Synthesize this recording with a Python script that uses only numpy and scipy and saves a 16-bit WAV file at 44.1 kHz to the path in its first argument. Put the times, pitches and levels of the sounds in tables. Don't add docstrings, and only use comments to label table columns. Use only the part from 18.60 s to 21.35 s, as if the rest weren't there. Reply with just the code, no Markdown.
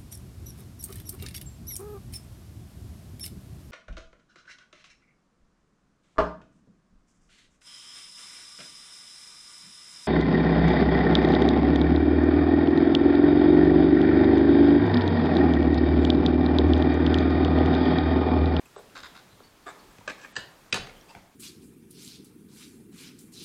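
import sys
import numpy as np
from scipy import signal
from scipy.fft import rfft, irfft
from scipy.io import wavfile
from scipy.ndimage import uniform_filter1d

SR = 44100
rng = np.random.default_rng(int(sys.argv[2]) if len(sys.argv) > 2 else 0)


def convert_level_to_amplitude(level_db):
    exponent = np.asarray(level_db, float) / 20
    return 10 ** exponent


def generate_wav(sig):
    pcm = np.round(np.clip(np.atleast_2d(sig).T, -1, 1) * 32767).astype(np.int16)
    wavfile.write(sys.argv[1], SR, pcm)


N = 121275
SEAT_T60_S = .06


def band_pass(x, low, high, order=2):
    return signal.sosfilt(signal.butter(order, [low, high], "band", fs=SR, output="sos"), x)


def contact(db, length):
    slips_per_s, spread_db = 3000, 5.5
    size = SR // 4
    height = convert_level_to_amplitude(spread_db * np.minimum(rng.exponential(1, size), 3))
    signs = rng.choice([-1, 1], size)
    happens = rng.random(size) < slips_per_s / SR
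    rub = 0.065 * rng.standard_normal(size)
    u = np.arange(size) / SR / length
    rise = 0.51 if length > .007 else .0004 / length
    swell = np.clip(np.minimum(u / rise, (1 - u) / (1 - rise)), 0, 1) ** 0.39
    run = (height * signs * happens + rub) * swell
    return run / np.sqrt(np.sum(run ** 2) + 1e-20) * np.sqrt(length / .01) * convert_level_to_amplitude(db)


def ring(clicks, hz, t60):
    r = convert_level_to_amplitude(-60 / (max(t60, .001) * SR))
    w = 2 * np.pi * hz / SR
    return signal.lfilter([0, np.sin(w)], [1, -2 * r * np.cos(w), r * r], clicks + 1e-18)


def struck(runs, hz, t60):
    rung = ring(runs, hz, t60)
    full = np.sum(runs ** 2, -1, keepdims=True) * max(t60, .001) * SR / (4 * np.log(1000))
    return rung * np.sqrt(full / np.sum(rung ** 2, -1, keepdims=True))


def placed(times, sounds):
    out = np.zeros(N + SR)
    for s, sound in zip(times, sounds):
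        start = int(s * SR)
        out[start:start + len(sound)] += sound
    return out[:N]


def body(rows, modes, crack_db, grip_t60=.026):
    crack_hz, near_crack_db, mode_spread_db, scatter_t60 = 2520, -5, 1.5, .0055
    runs = np.array([contact(db, length) for _, db, length, _ in rows])
    times, _, _, tilt = np.transpose(rows)
    luck = rng.standard_normal((len(rows), len(modes)))
    crack_level = convert_level_to_amplitude(crack_db + 2 * np.minimum(tilt, 0))[:, None]
    crack = crack_level * band_pass(runs + 1e-18, crack_hz / 3, crack_hz * 2, order=1)
    near, spread = convert_level_to_amplitude(near_crack_db) * crack, crack
    middle_hz = modes[len(modes) // 2][0]
    for k, (hz, db, t60) in enumerate(modes):
        level = db + tilt * np.log2(hz / middle_hz) + mode_spread_db * luck[:, k]
        gain = (-1) ** k * convert_level_to_amplitude(level)[:, None]
        held = 1 / (1 / t60 + 1 / grip_t60)
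        blurred = 1 / (1 / held + min(1, hz / 700) / scatter_t60)
        near = near + gain * struck(runs, hz, held)
        spread = spread + gain * np.sqrt(held / blurred) * struck(runs, hz, blurred)
    return np.array([placed(times, near), placed(times, spread)])


# t/s, level/dB, length/s, tilt/(dB per octave)
SNAP_EVENTS = [
    (2.1250, -20, 0.0015, 2),
    (2.1270, -17, .002, 0),
    (2.1298, -23, .002, -1),
]
# f/Hz, level/dB, t60/s
SNAP_MODES = [(390, -7.5, 0.027), (1010, -15, 0.01), (1520, -6, 0.025), (2040, 5, 0.016),
              (2504, 10.5, 0.023), (3150, 2.5, 0.033), (3880, 3.5, 0.016), (4530, -11, .025),
              (4750, 1.5, 0.02), (5760, 1, 0.023), (6330, -10, 0.031), (6900, -8, 0.027),
              (7610, -20, 0.008), (8050, -7, 0.032), (10500, -34, .004)]


def snap():
    return body(SNAP_EVENTS, SNAP_MODES, 25, SEAT_T60_S)


# t/s, level/dB, length/s, tilt/(dB per octave)
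LAND_EVENTS = [
    (2.1422, -24, 0.0035, 0),
    (2.1462, -27, .004, -2),
    (2.152, -35, 0.02, -2),
    (2.172, -39, 0.006, -5),
    (2.268, -47, 0.0078, -5),
]
# f/Hz, level/dB, t60/s
LAND_MODES = [(960, 3.5, 0.02), (1250, 3.5, 0.015), (1800, 2, 0.017), (2600, -1, 0.016), (3060, 1, 0.033),
              (3740, 1.5, .022), (4240, 2, .02), (4710, -2, 0.024), (5970, -12, 0.013), (5940, 1, 0.024),
              (7000, -1.5, 0.009), (7800, -2, 0.027), (11100, -28, 0.0026)]


def land():
    return body(LAND_EVENTS, LAND_MODES, 27.5)


# t/s, level/dB, length/s, tilt/(dB per octave)
SEAT_EVENTS = [
    (1.7545, -41, .005, 0.5),
    (1.7638, -25, 0.002, 0.5),
    (1.766, -28, .002, -0.5),
    (1.7688, -30, .002, -0.5),
    (1.781, -42, 0.006, -0.5),
]
# f/Hz, level/dB, t60/s
SEAT_MODES = [(770, -7, 0.048), (1050, -0.5, 0.014), (1300, -1.5, 0.077), (1694, 7.5, 0.057),
              (1876, 4, 0.02), (2780, 4, 0.023), (3140, -7.5, 0.021), (3850, -1.5, 0.0095),
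              (4400, -5, 0.026), (4550, -3.5, 0.02), (4870, 2, .03), (5920, -9, 0.038), (6830, -2, 0.0091),
              (7770, -1.5, 0.021)]


def seat():
    return body(SEAT_EVENTS, SEAT_MODES, 13.5, SEAT_T60_S)


# t/s, level/dB, length/s, tilt/(dB per octave)
PRESS_EVENTS = [
    (1.383, -53, 0.0034, 0.1),
    (1.4757, -37, 0.003, -3.5),
    (1.4781, -29, .0018, -1),
    (1.481, -42, .013, -3),
    (1.493, -41, 0.018, -2),
    (1.5155, -43, 0.003, -2),
    (1.575, -58, 0.048, 0),
    (1.609, -55, 0.04, 2),
    (1.635, -52, 0.028, -3),
]
# f/Hz, level/dB, t60/s
PRESS_MODES = [(384, 2.5, 0.033), (594, 3, 0.042), (1176, 7, 0.038), (1570, 9.5, 0.15), (1710, 10.5, 0.12),
               (2456, 8, 0.11), (2690, 8.5, 0.011), (3160, 5.5, 0.014), (4380, 5, 0.0058), (5030, 1, .02),
               (5730, -3, 0.027), (6270, -2.5, 0.045), (7640, -1.5, 0.026)]


def press():
    return body(PRESS_EVENTS, PRESS_MODES, 22)


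# t/s, level/dB, length/s, tilt/(dB per octave)
SET_EVENTS = [
    (1.058, -47, 0.008, -2),
    (1.0655, -37, .004, -2),
    (1.070, -37, .005, 0.5),
    (1.0797, -33, 0.003, -0.5),
    (1.0855, -35, .004, -1),
    (1.091, -38, .006, 0.5),
    (1.099, -43, 0.014, 0),
    (1.295, -60, 0.026, 5),
]
# f/Hz, level/dB, t60/s
SET_MODES = [(390, -5, 0.052), (670, 0, 0.036), (716, 1.5, 0.075), (1190, 3, 0.069), (1554, 5.5, 0.013),
             (1680, 4, 0.029), (2250, 1, 0.0062), (3630, -7, 0.026), (4500, -20, 0.024), (4800, -14, 0.023),
             (7060, -16, 0.09), (7800, -11, 0.05)]


def set_on_studs():
    return body(SET_EVENTS, SET_MODES, 13, SEAT_T60_S)


# t/s, level/dB, length/s, tilt/(dB per octave)
DRAG_EVENTS = [(.351, -48, 0.018, -3), (.362, -45, .014, -3), (.375, -43, .0075, -1.5),
               (.381, -49, .02, -2), (.4025, -44, 0.005, 1), (.430, -46, .004, -2),
               (.4338, -39, 0.004, -1.5), (.440, -46, 0.012, -4), (.451, -49, .022, -4),
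               (.546, -52, 0.025, -2), (.572, -48, .0075, -2), (.583, -56, .022, -1)]
# f/Hz, level/dB, t60/s
DRAG_MODES = [(1020, 3, 0.02), (1180, 5, 0.021), (1480, 7, 0.032), (2060, 4.5, 0.011), (2600, 1.5, 0.018),
              (3720, 6.5, 0.022), (4270, 2.5, 0.023), (4800, 4.5, 0.01), (5450, 0, 0.01), (6250, -4, 0.03),
              (7350, -3, 0.014), (9600, -6, .006)]


def drag():
    return body(DRAG_EVENTS, DRAG_MODES, 15)


# t/s, level/dB, length/s, tilt/(dB per octave)
DROP_EVENTS = [
    (2.550, -35.5, 0.0027, -0.5),
    (2.559, -56.5, .004, -4.5),
    (2.568, -54, 0.0068, -5.5),
]
# f/Hz, level/dB, t60/s
DROP_MODES = [(740, 5.5, 0.02), (980, -4, 0.032), (1530, -1.5, 0.044), (2370, 6, .008), (3390, -9, 0.016),
              (4460, -9, 0.028), (7800, -30, .012)]


def drop_piece():
    return body(DROP_EVENTS, DROP_MODES, 16, SEAT_T60_S)


# t/s, level/dB, length/s, tilt/(dB per octave)
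TAP_EVENTS = [
    (.1625, -31, 0.003, -2),
    (.170, -45, .035, 0),
    (.8015, -37, 0.0016, 1),
]
# f/Hz, level/dB, t60/s
TAP_MODES = [(398, 0, 0.09), (497, -0.5, 0.034), (604, -4, 0.12), (730, -7, 0.096), (795, -1, 0.032),
             (1140, -0.5, 0.026), (1390, -5.5, 0.051), (1600, -7, 0.017), (3740, -5.5, 0.012)]


def tap_far_side():
    return body(TAP_EVENTS, TAP_MODES, -6, .1)


# t/s, level/dB, length/s, f/Hz
TICK_EVENTS = [(0.054, -46.5, 0.0084, 2600), (.053, -48.5, .006, 12000), (.054, -54, 0.013, 7660),
               (0.162, -52, .03, 8000), (0.297, -47, 0.0033, 2720), (0.682, -57.5, 0.081, 4020),
               (0.83, -53, 0.049, 4500), (1.036, -58, 0.012, 4320), (1.19, -52, .02, 4420),
               (1.191, -58, .012, 5200), (1.41, -45.5, 0.011, 954), (2.158, -41, 0.0042, 4710),
               (2.296, -35.5, 0.0034, 2250), (2.352, -52, 0.041, 3150), (2.407, -48.5, 0.0071, 5700),
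               (2.41, -49, 0.0051, 3260), (2.482, -47.5, 0.036, 2660), (2.485, -50, 0.031, 4800),
               (2.48, -60, .04, 8000),
               (1.643, -46, .022, 1600),
    (2.486, -48, 0.017, 910),
    (2.504, -45, .014, 930),
]


def fidgets():
    rows = TICK_EVENTS
    sounds = []
    for _, db, length, hz in rows:
        run = contact(db, length)
        tone = struck(run, hz, max(.017, 36 / hz))
        rasp = convert_level_to_amplitude(1.0) * ring(run, hz, .0015)
        sounds.append(tone + rasp)
    straight_and_room = convert_level_to_amplitude([[0], [-5]])
    return straight_and_room * placed(np.array(rows)[:, 0], sounds)


# t/s, level/dB, length/s, tilt/(dB per octave)
THUD_EVENTS = [
    (1.07, -51, 0.025, 11.5),
    (1.383, -44, 0.0036, -2.5),
    (1.477, -49, 0.015, 1),
    (1.764, -41, 0.02, 0),
    (2.127, -31, 0.0072, -1.5),
    (2.143, -30, 0.0101, -0.5),
    (2.172, -36.5, 0.0074, 10),
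    (2.55, -51, 0.0095, -6.5),
]
# f/Hz, level/dB, t60/s
THUD_MODES = [(78.3, -4, 0.076), (108, 1.5, 0.053), (198, -3, 0.15), (256, -5.5, 0.12), (383, -3.5, 0.093),
              (502, 0.5, 0.05), (623, -7, 0.041), (760, -8.5, 0.069)]


def table_thuds():
    return band_pass(body(THUD_EVENTS, THUD_MODES, -40, .2), 65, 1500)


def lean():
    push = np.zeros(N)
    push[int(2.19 * SR)] = convert_level_to_amplitude(-48)
    return ring(push, 32, 0.81)


def at_hz(points, hz):
    table = np.array(points)
    return np.interp(np.log(hz), np.log(table[:, 0]), table[:, 1])


def bands(size):
    edges = 20 * 2 ** np.arange(0, 10.1, .5)
    white = rng.standard_normal((2, size + SR // 4))
    for k, (low, high) in enumerate(zip(edges, edges[1:])):
        yield np.sqrt(low * high), band_pass(white[k % 2], low, high)[SR // 4:]


# f/Hz, t60/s
ROOM_DECAY = [(100, 0.6), (400, 0.83), (1500, 0.41), (4000, 0.38), (8000, 0.26), (14000, 0.055)]


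def room(x):
    first_echo_s = .005
    t = np.arange(SR) / SR
    tail = sum(band * convert_level_to_amplitude(-60 * t / at_hz(ROOM_DECAY, hz)) for hz, band in bands(SR))
    tail = tail * np.clip(t / first_echo_s - .5, 0, 1)
    return signal.fftconvolve(x, tail / np.sqrt(np.sum(tail ** 2)))[:N]


def rms_one(x):
    return x / np.sqrt(np.mean(x ** 2) + 1e-20)


def drift(rate):
    r = np.exp(-80 * np.pi * rate / SR)
    slow = signal.lfilter([1], [1, -2 * r, r * r], rng.standard_normal(N // 40 + 2002))[2000:]
    return np.interp(np.arange(N) / 40, np.arange(len(slow)), rms_one(slow))


# f/Hz, level/(dB per Hz)
FLOOR_COLOUR = [(12, -32), (20, 2), (81, -5.5), (186, 0), (651, -7), (935, -5), (2160, -11.5), (7560, -18),
                (15600, -25)]
# t/s, level/dB
HAND_BUSTLE = [
    (0, 0),
    (.55, 1.5),
    (.7, -1),
    (1.0, -1),
    (1.2, 0.86),
    (2.0, 0.14),
    (2.55, 0.9),
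    (2.68, -4),
    (2.75, -4.5),
]


def floor():
    patchy_db, bass_patchy_db = .7, 2.0
    together = drift(3)
    noise = np.zeros(N)
    for hz, band in bands(N):
        patchy = patchy_db + bass_patchy_db * min(1, 150 / hz)
        noise += band * convert_level_to_amplitude(at_hz(FLOOR_COLOUR, hz) + patchy * (.5 * together + drift(8)))
    bustle = np.interp(np.arange(N) / SR, *np.transpose(HAND_BUSTLE))
    return convert_level_to_amplitude(-56.5 + bustle) * rms_one(noise)


def scene():
    blocks = drag() + set_on_studs() + press() + seat() + snap() + land() + drop_piece()
    blocks = blocks + tap_far_side() + fidgets()
    blocks = band_pass(blocks, 257, 11900)
    table = table_thuds()
    straight = blocks[0] + table[0]
    echoes = room(convert_level_to_amplitude(-6) * blocks[1] + convert_level_to_amplitude(-3.5) * table[1])
    return (straight + echoes + lean() + floor())[None]


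# t/s, length/s
TOP_GAPS = [
    (.158, .027),
    (1.468, .02),
    (1.726, .058),
    (2.106, .031),
]


def without_top(dry):
    t = np.arange(N) / SR
    hz = np.arange(N // 2 + 1) * SR / N
    top = irfft(rfft(dry) * (hz > 8650), N)
    gaps = sum((t > s) & (t < s + length) for s, length in TOP_GAPS) * 1.
    shut = uniform_filter1d(gaps, size=200)
    return dry - top * shut * (1 - convert_level_to_amplitude(-45))


def top_cut(x):
    return signal.sosfilt(signal.butter(12, 15740, fs=SR, output="sos"), x)


def record(dry):
    mix = without_top(dry)
    return top_cut(mix)


dry = scene()
out = record(dry)
generate_wav(out)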